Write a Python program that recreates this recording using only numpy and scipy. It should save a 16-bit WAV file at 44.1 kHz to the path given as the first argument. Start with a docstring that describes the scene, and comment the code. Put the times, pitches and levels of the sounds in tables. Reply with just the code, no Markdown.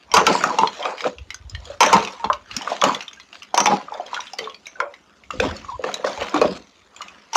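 """A steel ladle stirs ice cubes in a steel bowl of milk, close to a small microphone in a kitchen.
From the start there is faint air noise, milk that gurgles and fizzes in surges (filtered clicks and noise),
a boom of the bowl and a low rumble of the table. From 0.12 s cubes clink (noise cracks and short rings),
knock dully on the wet bowl (dying sine waves) and make the ladle ring. Near 2.6 and 5.7 s air pockets sing
(sliding tones). A last hard blow falls at the very end; the loudest blows overload the recorder."""
import sys
import numpy as np
from scipy import signal
from scipy.fft import rfft, irfft, next_fast_len
from scipy.io import wavfile
from scipy.ndimage import uniform_filter1d, minimum_filter1d

SR = 44100
rng = np.random.default_rng(int(sys.argv[2]) if len(sys.argv) > 2 else 0)


def to_wav(sig):
    """Store sig (one row per channel, or 1-D mono) as 16-bit WAV at the path in sys.argv[1].

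    Samples outside -1..1 are clipped; the rate is SR.
    """
    pcm = np.clip(np.atleast_2d(sig), -1, 1) * 32767
    pcm = np.round(pcm).astype(np.int16)
    wavfile.write(sys.argv[1], SR, pcm.T)  # frames by channels


N = 324925  # length in samples
STEP_S = 0.002  # time step of the swell curves
SWING_DB = 40  # a swell climbs this much in its rise time and drops as much in its fade time


def amp(db):
    """Gain of a level in dB."""
    return 10 ** (np.asarray(db) / 20)


def evened(x):
    """Scales to rms 1."""
    return x / np.sqrt(np.mean(x ** 2) + 1e-20)


def blurred(x, samples):
    """Smooths with two moving averages, one after the other."""
    return uniform_filter1d(uniform_filter1d(x, samples), samples)


def read(points, hz):
    """Value of a table of (Hz, value) at hz, on a logarithmic pitch scale."""
    f, value = np.transpose(points)
    return np.interp(np.log(hz + 1), np.log(f + 1), value)


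def add(mix, s, sound):
    """Mixes a sound in at s seconds."""
    part = mix[round(s * SR):][:len(sound)]
    part += sound[:len(part)]


def coloured(x, points):
    """Filters x by a spectrum table."""
    size = next_fast_len(len(x))
    gain = amp(read(points, np.fft.rfftfreq(size, 1 / SR)))
    return irfft(rfft(x, size) * gain, size)[:len(x)]


def ring(t, hz, db, t60, turns):
    """A sum of dying sine waves; t60 is the time to fall by 60 dB, turns the starting phase."""
    hz, db, t60, turns = (np.reshape(v, (-1, 1)) for v in (hz, db, np.maximum(t60, 0.004), turns))
    return (amp(db - 60 * t / t60) * np.sin(2 * np.pi * (hz * t + turns))).sum(0)


def resonate(x, hz, width):
    """A moving resonance: shifts the curve hz down to zero, smooths, and shifts back."""
    turn = np.exp(2j * np.pi * np.cumsum(hz) / SR)
    r = np.exp(-np.pi * width / SR)
    return 2 * (turn * signal.lfilter([1 - r], [1, -r], x / turn)).real


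def taps(per_s, spread_db):
    """Sparse clicks of random sign; a few are large."""
    where, size, sign = rng.random((3, round(per_s * N / SR)))
    height = amp(spread_db * np.minimum(-np.log(1 - size), 4))
    return np.bincount((where * N).astype(int), height * np.sign(sign - 0.5), N)


def patchy(x, patch_db, frames, bins):
    """Random islands of time and pitch rise and sink."""
    z = signal.stft(x, nperseg=256, noverlap=192)[2]
    field = rng.standard_normal(z.shape)
    for _ in range(2):
        field = uniform_filter1d(uniform_filter1d(field, round(bins), 0), round(frames), 1)
    z = z * amp(patch_db * evened(field))
    return evened(signal.istft(z, nperseg=256, noverlap=192)[1][:N])


def swells(crest, rise, fade, db):
    """Power of each swell, step by step: a straight climb in dB to its crest, then a straight fall."""
    late = np.arange(0, N / SR + STEP_S, STEP_S)[:, None] - crest
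    away = np.maximum(-late / np.maximum(rise, 0.01), late / np.maximum(fade, 0.01))
    return amp(db - SWING_DB * away) ** 2


def smooth(steps):
    """From steps to samples."""
    return np.interp(np.arange(N) / SR, np.arange(len(steps)) * STEP_S, steps)


def level(power, calm_db):
    """Gain of all swells together over a calm level."""
    return smooth(np.sqrt(power.sum(1) + amp(calm_db) ** 2))


# Colour of the kitchen air. Each row: pitch in Hz, relative strength in dB per Hz.
AIR = [(30, 1.5), (48, -9.5), (190, 20.5), (504, 23), (1080, 21.5), (1930, 6), (2520, -6), (5700, -36),
       (8240, -1.5), (15100, -15), (16400, -53)]
AIR_DB = -61.5


def kitchen_air():
    """The air of the room: soft, slightly uneven noise, coloured by its table."""
    noise = patchy(rng.standard_normal(N), 1.4, 20, 4.0)
    return amp(AIR_DB) * evened(coloured(noise, AIR))


# Surges of milk and slush as the ladle pushes; fizz and boom play them too.
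# Each row: crest in seconds, rise in seconds, fade in seconds, gurgle level in dB,
# gurgle centre in Hz, fizz level in dB, boom level of the bowl's wall in dB.
SURGES = [(0.18, 0.08, 0.12, -7, 812, -22, -20.5), (0.29, 0.14, 0.46, -16, 490, -23.5, -24),
          (0.461, 0.11, 0.4, -19.5, 834, -37.5, -29.5), (0.62, 0.12, 0.14, -31.5, 906, -32, -26.5),
          (0.77, 0.4, 0.3, -52, 1093, -36.5, -61), (0.858, 0.21, 0.29, -21.5, 586, -40, -60),
          (0.914, 0.25, 0.072, -25, 603, -38.5, -47), (1.001, .06, 0.11, -46.5, 1420, -36, -62),
          (1.065, 0.1, 0.088, -20, 517, -32, -30.5), (1.717, 0.48, 0.17, -42, 666, -43.5, -77),
          (1.829, 0.0064, 0.48, -14.5, 1025, -25, -30), (1.951, 0.11, 0.21, -12.5, 844, -28, -20.5),
          (2.25, 0.04, 0.056, -19.5, 940, -53, -30), (2.53, 0.15, 0.89, -51.5, 1490, -38.5, -49.5),
          (2.72, 0.27, 0.21, -25, 672, -33.5, -45), (2.846, 0.049, 0.23, -12, 853, -25, -21),
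          (3.352, 0.089, 0.16, -48, 710, -43, -73), (3.581, 0.058, 0.18, -13, 800, -32.5, -25.5),
          (3.718, 0.16, 0.19, -17, 816, -31.5, -21.5), (3.945, 0.19, 0.47, -31.5, 517, -49.5, -74),
          (4.161, 0.31, 0.35, -34, 1453, -39.5, -54), (4.415, 0.069, 0.23, -32, 481, -39.5, -45),
          (4.679, 0.22, 0.26, -57.5, 678, -52.5, -67), (4.828, 0.087, 0.19, -27, 495, -67, -71),
          (5.328, 0.034, 0.71, -48.5, 494, -43, -38.5), (5.428, 0.029, 0.24, -20, 538, -29, -21),
          (5.55, 0.19, 0.43, -54.5, 526, -44, -53), (5.715, 0.25, 0.047, -37.5, 1085, -46, -56),
          (5.867, 0.14, 0.41, -26, 496, -37, -39), (6.07, 0.084, 0.31, -23, 600, -33, -38.5),
          (6.22, 0.12, 0.24, -24.5, 587, -33, -39.5), (6.36, 0.056, 0.12, -13, 455, -30, -58.5),
          (6.439, 0.17, 0.25, -24, 505, -35, -20.5), (6.575, 0.32, 0.015, -46.5, 652, -39, -48.5),
          (7.029, 0.3, 0.66, -41, 1184, -48.5, -56), (7.363, 0.04, .3, -16.5, 980, -14, -50)]
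# Middle resonances of the wet bowl. Each row: pitch in Hz, width in Hz,
# level in dB when the surge has the same pitch.
WET = [(514.7, 36, -9.5), (981, 66, -12.5)]
# Colour of the wash. Each row: pitch in Hz, relative strength in dB per Hz.
WASH = [(180, -27.5), (300, -9), (697, 6), (810, 2), (1000, 5), (1920, -4), (2500, 0), (3250, -61), ]
CALM_GURGLE_DB = -69  # between the swells


def gurgle():
    """Small bumps of floating cubes ring a wandering hollow resonance and the wet bowl, over a wider wash."""
    crest, rise, fade, db, surge_hz, _, _ = np.transpose(SURGES)
    power = swells(crest, rise, fade, db)
    hz = smooth(power @ surge_hz / power.sum(1))  # the strongest surge sets the pitch
    wander, drift = (evened(blurred(v, 1500)) for v in rng.standard_normal((2, N)))
    hz = hz * (1 + 0.051 * wander)
    # each resonance is passed twice, for steep skirts
    hollow = evened(resonate(resonate(taps(260, 4.2), hz, 99), hz, 400))
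    bowl = 0
    for f, width, wet_db in WET:
        tone = resonate(taps(220, 7.5), f * (1 + 0.032 * drift), width)
        tone = evened(resonate(tone, f * (1 + 0.088 * drift), 450))
        octaves_away = abs(np.log2(hz / f))
        bowl = bowl + amp(wet_db - 4.1 * octaves_away) * tone
    wash = evened(coloured(patchy(taps(900, 1.9), 4.6, 9, 1.3), WASH))
    wash = evened(resonate(wash, hz, 700))  # the wash leans to the pitch of the surge
    return level(power, CALM_GURGLE_DB) * (amp(-10.5) * hollow + bowl + amp(-5.0) * wash)


# Colour of the fizz. Each row: pitch in Hz, relative strength in dB per Hz.
FIZZ = [(710, -53), (1200, -0.5), (1580, -6), (2850, -6), (3990, -9), (7130, -15), (8580, -33.5),
        (10800, -36), (13600, -52), (15100, -34.5), (16400, -56.5)]
CALM_FIZZ_DB, FIZZ_LINGERS = -58.5, 1.47  # level between swells; fade time against the gurgle's
CHIPS = 0.25  # tinkling chips against the rush
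PUFF_SPREAD_DB, STREAK_DB = 4, 3.8  # unevenness of puffs and streaks


def fizz():
    """A dense, uneven rush of slush (noise), mixed with many tiny tinkling chips (short rings)."""
    grains, t = np.zeros(N), np.arange(1500) / SR
    for hz in np.geomspace(1700, 7000, 24):
        grain = np.sin(2 * np.pi * hz * t) * np.exp(-t * hz / 25) * (1 - np.exp(-t / 0.00079))
        grain = grain / np.linalg.norm(grain) * np.sqrt(hz)
        grains += signal.oaconvolve(taps(30, 3.2), grain)[:N]
    # short puffs at random moments make the rush uneven
    bursts = signal.oaconvolve(abs(taps(300, PUFF_SPREAD_DB)), np.exp(-t / 0.0015))[:N]
    puffs = 1 + evened(bursts)
    rush = patchy(rng.standard_normal(N) * puffs, 2.4, 60.0, 4.0)
    rush = patchy(rush, STREAK_DB, 24.0, 1.0)  # thin random streaks in the hiss, narrow in pitch
    crest, rise, fade, _, _, db, _ = np.transpose(SURGES)
    gain = level(swells(crest, rise, FIZZ_LINGERS * fade, db), CALM_FIZZ_DB)
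    return gain * evened(coloured(CHIPS * evened(grains) + rush, FIZZ))


# Low resonances of the wet bowl. Each row: pitch in Hz, width in Hz, relative level in dB.
BOWL = [(206.5, 28, 12), (266.7, 29, 8.5), (360, 150, 12)]
CALM_BOOM_DB, BOOM_LINGERS = -63, 0.88  # level between swells; fade time against the gurgle's
BOOM_LAG_S = 0.009  # the wall answers late


def boom():
    """Bumps of the cubes and surges of milk keep the low resonances of the wall sounding."""
    bumps = taps(150, 1.2)
    wall = sum(amp(db) * evened(resonate(bumps, np.full(N, hz), width)) for hz, width, db in BOWL)
    wall = signal.sosfilt(signal.butter(3, [130, 420], "band", fs=SR, output="sos"), wall)
    crest, rise, fade, _, _, _, db = np.transpose(SURGES)
    power = swells(crest + BOOM_LAG_S, rise, BOOM_LINGERS * fade, db)
    return level(power, CALM_BOOM_DB) * evened(wall)


# Low rumbles through the table.
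# Each row: crest in seconds, rise in seconds, fade in seconds, level in dB.
RUMBLES = [(0.171, 0.17, 0.32, -37.5), (1.22, 0.15, 0.11, -37), (1.421, 0.11, 0.92, -38),
           (1.59, 0.6, 0.3, -33.5), (1.97, .25, 0.24, -44), (2.27, 0.087, 0.49, -44),
           (2.54, 0.05, 0.034, -38), (5.381, 0.035, 0.19, -21.5), (5.461, 0.25, 0.37, -28.5),
           (5.728, 0.14, 0.16, -37.5), (6.228, 0.14, 0.084, -39), (6.452, 0.21, 0.36, -39.5),
           (7.36, 0.031, .3, -32)]
CALM_RUMBLE_DB = -68.5  # between the swells


def rumble():
    """Slow lumpy swings near 70 Hz, carried by the table."""
    lumps = signal.sosfilt(signal.butter(3, [50, 100], "band", fs=SR, output="sos"), taps(60, 2.1))
    return level(swells(*np.transpose(RUMBLES)), CALM_RUMBLE_DB) * evened(lumps)


# How the kitchen's echo dies. Each row: pitch in Hz, time to fall by 60 dB in seconds.
KITCHEN = [(200, 0.33), (1000, 0.17), (3000, 0.13), (8000, 0.075)]


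def kitchen_echo(x):
    """The room's echo: sparse taps of random sign, each band dying at its own speed."""
    tail = np.zeros(SR // 2)
    at = np.arange(200, len(tail) - 20, 20)
    tail[at + rng.integers(0, 20, len(at))] = rng.choice([-1., 1.], len(at))
    hz, t, z = signal.stft(tail, SR, nperseg=256)
    z = z * amp(-60 * t / read(KITCHEN, hz)[:, None])
    tail = signal.istft(z, SR, nperseg=256)[1]
    return signal.fftconvolve(x, tail / np.linalg.norm(tail))[:N]


# Sharp clinks of ice. Each row: time in seconds, level in dB, pitch in Hz,
# brightness in dB (the part above 4500 Hz against the part below).
CLINKS = [(0.1165, -22, 5550, -28), (0.1392, -3.5, 4740, 6.5), (0.1681, -7, 2770, -3),
          (0.2668, -7.5, 2310, -3), (0.438, -16, 2630, 12), (0.587, -15, 2790, -3), (0.673, -18, 3260, -31),
          (0.827, -22.5, 3180, -19), (0.8538, -20, 2510, -28), (0.981, -24.5, 2400, -24),
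          (1.0063, -18.5, 2260, -32), (1.0195, -28, 4970, 3), (1.042, -22, 2430, -31),
          (1.184, -27.5, 2730, -36), (1.3048, -21, 2100, -5), (1.344, -21.5, 6120, 5),
          (1.497, -27, 5080, 18), (1.549, -23, 3125, -27), (1.6542, -27, 3310, 3), (1.8058, -4, 2345, -1),
          (1.8308, -10, 2310, -4), (1.8626, -14.5, 5630, 0), (1.929, -7, 2340, 0.5),
          (1.938, -13.5, 2130, 2), (2.0043, -22.5, 3240, -16), (2.0494, -19.5, 2590, -5),
          (2.0738, -21.5, 2470, -22), (2.244, -20.5, 3390, -19), (2.33, -17.5, 2860, -22),
          (2.5119, -22.5, 2830, -24), (2.5656, -14, 5470, 8), (2.619, -24, 3000, 5),
          (2.6988, -25.5, 2410, 6), (2.8151, -14.5, 3350, -13), (2.839, -11, 2950, 2),
          (2.947, -17.5, 3470, -4), (3.007, -19, 2810, -28), (3.026, -27.5, 5920, -2),
          (3.0806, -24.5, 3520, -5), (3.132, -27.5, 6500, -15.5), (3.199, -26, 3340, -18),
          (3.329, -27, 2780, -26), (3.422, -26, 2820, -24), (3.4307, -25.5, 2930, 3),
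          (3.5446, -15, 6200, -2), (3.5762, -11, 5530, 0), (3.603, -12.5, 5730, 0), (3.64, -22, 6200, 15),
          (3.658, -11, 5900, -4.5), (3.6682, -12.5, 2320, -10), (3.94, -28.5, 3560, 20),
          (4.007, -34.5, 3040, 2), (4.064, -28, 3260, 5), (4.144, -19.5, 3300, -13),
          (4.204, -22, 5840, -28), (4.269, -25.5, 3480, -26), (4.334, -23.5, 5200, 7),
          (4.3865, -19, 4600, 14), (4.39, -19.5, 2050, -25), (4.442, -27.5, 3600, -20),
          (4.497, -28, 3350, -11), (4.545, -27.5, 4510, -36), (4.657, -30.5, 3820, -16),
          (4.668, -23.5, 2330, 5), (4.8016, -20.5, 2210, -6), (4.939, -27.5, 2050, -30),
          (5.2372, -33, 2240, -18.5), (5.3076, -24, 2760, -2), (5.4013, -15.5, 2490, -3),
          (5.455, -33, 2700, -8), (5.566, -25.5, 4400, 9), (5.8393, -22, 1760, -17),
          (5.9415, -16.5, 3910, 6), (6.0469, -20.5, 1860, -9), (6.131, -28.5, 4500, -8),
          (6.175, -26.5, 2400, -4), (6.295, -26, 5080, 3), (6.3432, -19.5, 2410, 1), (6.376, -23, 3630, -9),
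          (6.4145, -16, 2480, -2), (6.4542, -22.5, 3540, -22), (6.9637, -28, 7100, -17),
          (7.0175, -22, 2900, -3), (7.083, -28.5, 2500, -6), (7.3326, -20, 5770, 0), (7.354, -14, 2930, 18),
          (7.362, -13, 5900, 13)]
# Colour of the cracks. Each row: pitch in Hz, relative strength in dB per Hz.
TICK = [(300, -54.5), (1140, -5.5), (1720, -13.5), (2400, -5), (4230, -11.5), (5900, -4.5), (8640, -22),
        (15200, -33), (16000, -39)]
CLINK_RISE_S, CLINK_T60_S = 0.00013, 0.018  # rise at 0 dB, longer for soft touches; shortest main ring
RATTLE_DB, RATTLE_T60_S = -15.0, 0.1  # rough after-ring of a cube
CRACK_LAW = 1.6  # crack dB per blow dB


def clinks():
    """A crack of a few ms and the short rings of the cube, split in a dull and a bright part."""
    cracks, out, t = np.zeros((2, N)), np.zeros(N), np.arange(SR // 12) / SR
    draws, snaps = rng.random((len(CLINKS), 6)), rng.standard_normal((len(CLINKS), 2, 500))
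    # the cube keeps rattling
    shakes = evened(uniform_filter1d(rng.standard_normal((len(CLINKS), len(t))), 260))
    for (s, db, hz, bright_db), u, snap, shake in zip(CLINKS, draws, snaps, shakes):
        dull_db = -10 * np.log10(1 + amp(2 * bright_db))  # the two parts share the energy
        parts_db = np.array([dull_db, dull_db + bright_db])
        main_hz = [hz, hz * (0.95 + 0.082 * u[5])]
        other_hz = [2000 + 2300 * u[0], 2000 + 2300 * u[1], 4600 + 2600 * u[2], 4600 + 2600 * u[3]]
        other_db = np.repeat(parts_db, 2) - 3.5 + 0.065 * db
        cube = ring(t, main_hz, [-3, -6], CLINK_T60_S * (1 + u[4]), 0)
        cube += ring(t, other_hz, other_db, 0.022, 0)
        rattle_db = [RATTLE_DB, RATTLE_DB + dull_db]
        cube += ring(t, [hz, other_hz[0]], rattle_db, RATTLE_T60_S, 0) * shake
        rise_s = CLINK_RISE_S * amp(-0.55 * db)  # a soft touch sets in slowly
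        rise = (1 - np.exp(-t / rise_s)) ** 2
        s = s - rise_s
        add(out, s, amp(db) * cube * rise)
        for crack, noise, part_db, fade_s in zip(cracks, snap, parts_db, (0.0037, 0.002)):
            burst = noise * np.exp(-t[:500] / fade_s) * rise[:500]
            add(crack, s, amp(CRACK_LAW * db + part_db) * burst)  # harder blows crack more
    colour = coloured(signal.unit_impulse(512, "mid"), TICK)
    for crack, kind in zip(cracks, ("low", "high")):
        part = signal.sosfilt(signal.butter(3, 4500, kind, fs=SR, output="sos"), colour)
        out += amp(9.0) * signal.oaconvolve(crack, part / np.linalg.norm(part), "same")
    return out


# Cubes knocking on the bowl. Each row: start in seconds, level in dB, main pitch in Hz,
# time in which the main pitch falls by 60 dB in seconds.
KNOCKS = [(0.1396, 6, 988, 0.033), (0.167, 5, 1220, 0.016), (0.175, -2, 1192, 0.029),
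          (0.2129, -8, 455, 0.037), (0.234, -16, 478, 0.064), (0.2671, -6.5, 1337, 0.079),
          (0.273, -5.5, 880, 0.05), (0.2837, -15, 459, 0.062), (0.3515, -5.5, 978, 0.039),
          (0.411, -12.5, 1444, 0.025), (0.439, 0.5, 1268, 0.025), (0.504, -11.5, 990, 0.04),
          (0.5857, -5, 891, 0.1), (0.6272, -14, 970, 0.021), (0.6332, -1, 934, 0.05),
          (0.8561, -9, 1230, 0.024), (0.857, -21, 533, 0.07), (1.0418, -8, 1305, 0.014),
          (1.0517, -11.5, 490, 0.066), (1.3437, -25.5, 1520, 0.029), (1.5504, -18, 1866, 0.018),
          (1.7, -22.5, 568, 0.088), (1.8062, 4, 945, 0.048), (1.826, 0, 904, 0.02),
          (1.866, -9.5, 597, 0.05), (1.9287, 3.5, 915.6, 0.07), (1.9361, -2, 905, 0.058),
          (1.9537, -6, 970, 0.011), (1.999, -18.5, 422, 0.1), (2.197, -29, 930, 0.28),
          (2.2421, -6.5, 897, 0.036), (2.3, -1.5, 1061, 0.044), (2.3121, -10.5, 1120, 0.021),
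          (2.611, -19, 920, 0.025), (2.675, -5, 1196, 0.016), (2.7176, -7.5, 692, 0.029),
          (2.822, -2, 1130, 0.025), (2.837, -5.5, 568, 0.052), (2.8392, 1.5, 1100, 0.019),
          (2.8934, -5.5, 1066, 0.041), (3.171, -38, 1606, 0.086), (3.328, -48, 689, 0.25),
          (3.542, -2, 780, 0.02), (3.5781, -3.5, 955, 0.082), (3.604, -10.5, 1265, 0.05),
          (3.6602, 8, 875, 0.0056), (3.6732, -7, 839, 0.092), (3.707, -11, 550, 0.033),
          (3.721, -8.5, 827, 0.12), (3.883, -17.5, 1210, 0.025), (3.921, -15.5, 874, 0.04),
          (3.9975, -12.5, 708, 0.036), (4.116, -26, 1070, 0.023), (4.1309, -11, 970, 0.022),
          (4.1455, -14.5, 1150, 0.015), (4.1655, -11, 1460, 0.014), (4.175, -14, 1430, 0.029),
          (4.1922, -13, 1000, 0.021), (4.3346, -21.5, 790, 0.041), (4.389, -22.5, 498, 0.065),
          (4.415, -31, 438, 0.24), (4.4731, -15.5, 1098, 0.037), (4.668, -46.5, 660, 0.42),
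          (4.755, -31, 1514, 0.086), (4.8023, -5.5, 1413, 0.024), (4.804, -9, 1055, 0.034),
          (4.8256, -24.5, 572, 0.18), (5.3047, -12.5, 1220, 0.024), (5.336, -26, 515, 0.086),
          (5.399, -5.5, 1540, 0.018), (5.4024, -9, 489, 0.075), (5.4382, -16, 517, 0.05),
          (5.646, -17.5, 1150, 0.015), (5.7937, -17.5, 519, 0.063), (5.8413, -9.5, 1170, 0.017),
          (5.8413, -10.5, 496, 0.043), (5.89, -9.5, 1390, 0.01), (5.996, -22, 503, 0.047),
          (6.043, -8, 1103, 0.022), (6.0461, -7.5, 525, 0.043), (6.1755, -19, 874, 0.049),
          (6.2095, -27.5, 480.3, 0.3), (6.3422, -11.5, 307, 0.15), (6.342, -5, 1126, 0.026),
          (6.415, -1, 488, 0.059), (6.415, -2.5, 1104, 0.033), (6.4453, -7, 622, 0.042),
          (7.007, -18, 1192, 0.028), (7.0207, -25, 1070, 0.023), (7.3303, -20.5, 905, 0.16),
          (7.3564, 3, 979, 0.15)]
KNOCK_RISE_S = 0.0005  # at 0 dB, longer for soft touches


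def knocks():
    """Each blow sounds a beating group of modes (natural tones) of the bowl, damped by the milk."""
    out, t = np.zeros(N), np.arange(SR // 5) / SR
    for (s, db, hz, t60), u in zip(KNOCKS, rng.random((len(KNOCKS), 3))):
        side_db = 0.5 * db + np.array([-6, -12, -14])  # a soft blow wakes mostly one mode
        side_hz = hz * np.array([1.06 + 0.11 * u[0], 0.46 + 0.12 * u[1], 1.3 + 0.292 * u[2]])
        modes = ring(t, hz, 0, t60, 0) + ring(t, side_hz, side_db, 1.08 * t60, 0)
        rise_s = KNOCK_RISE_S * amp(-0.25 * db)
        rise = (1 - np.exp(-t / rise_s)) ** 2  # wet contact: a rounded start
        add(out, s, amp(db) * modes * rise)
    return out


# Cubes that strike the ladle and make it ring. Each row: start in seconds, level in dB.
LADLE_HITS = [(0.1398, -21), (1.8085, -22), (1.8618, -29), (3.5453, -36.5), (3.5779, -20.5), (4.6714, -43),
              (7.3573, -19)]
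# Pitches of the ladle's modes: a single list in Hz.
LADLE_HZ = [2314, 2900, 4975, 5673, 6190]
# The same modes in the same order. Each row: level against the hit in dB,
# time to fall by 60 dB in seconds.
LADLE = [(-28.5, 0.1), (3.5, 0.011), (-16, 0.046), (-1.5, 0.35), (6, 0.24)]
SHIMMER = 0.45  # unevenness of the steel's ring


def ladle():
    """The steel rings with its own modes, each weakened at random by up to 5 dB."""
    out, t = np.zeros(N), np.arange(SR // 4) / SR
    mode_db, t60 = np.transpose(LADLE)
    for (s, db), u in zip(LADLE_HITS, rng.random((len(LADLE_HITS), 2, len(LADLE)))):
        steel = ring(t, LADLE_HZ, db + mode_db - 5 * u[0], t60, u[1])
        add(out, s, steel * (1 - np.exp(-t / 0.00029)))
    wavering = evened(blurred(rng.standard_normal(N), 250))  # slow random wavering of the ring's loudness
    return out * (1 + SHIMMER * wavering)


# Large air pockets that sing for a moment.
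# Each row: start in seconds, level in dB, first pitch in Hz, last pitch in Hz, length in seconds.
BUBBLES = [(2.568, -25, 197, 293, 0.03), (5.682, -24.5, 1118, 950, 0.039), (5.716, -25.5, 976, 1050, 0.054)]


def bubbles():
    """A short soft tone slides as the pocket changes shape; it wobbles, breaks up and dies away."""
    out = np.zeros(N)
    for s, db, start_hz, end_hz, length in BUBBLES:
        hz = np.linspace(start_hz, end_hz, round(length * SR))
        sway, throb = (evened(blurred(v, 250)) for v in rng.standard_normal((2, len(hz))))
        fade_db = np.linspace(0, -10, len(hz))
        shape = signal.windows.tukey(len(hz), 0.3) * amp(2.5 * throb + fade_db)
        tone = np.sin(2 * np.pi * np.cumsum(hz * (1 + 0.051 * sway)) / SR)
        add(out, s, amp(db) * tone * shape)
    return out


def scene():
    """Blows and milk with their echo, the low sounds and the air of the room."""
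    milk = gurgle() + fizz()
    blows = clinks() + knocks() + ladle()
    near = blows + milk + kitchen_echo(amp(-11.0) * blows + amp(-20.5) * milk)
    # the blows and the milk carry little below about 200 Hz
    near = signal.sosfilt(signal.butter(3, 210, "high", fs=SR, output="sos"), near)
    return (kitchen_air() + near + boom() + rumble() + bubbles())[None]


EDGE_HZ = 15600  # upper band limit


def record(dry):
    """A limiter holds the peaks down and the last of them flatten at the ceiling; then the band limit."""
    dry = signal.sosfilt(signal.butter(1, 40, "high", fs=SR, output="sos"), dry)  # small capsule
    ceiling, knee = 0.8, 5  # a higher knee bends more sharply
    room = minimum_filter1d(np.minimum(1, 1 / (abs(dry) + 1e-9)), 90, axis=1)
    held = dry * uniform_filter1d(room, 60, axis=1)
    held = held / (1 + abs(held / ceiling) ** knee) ** (1 / knee)
    band = signal.firwin(255, EDGE_HZ, window=("kaiser", 9), fs=SR)
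    return signal.oaconvolve(held, band[None], "same")


dry = scene()
out = record(dry)
to_wav(out)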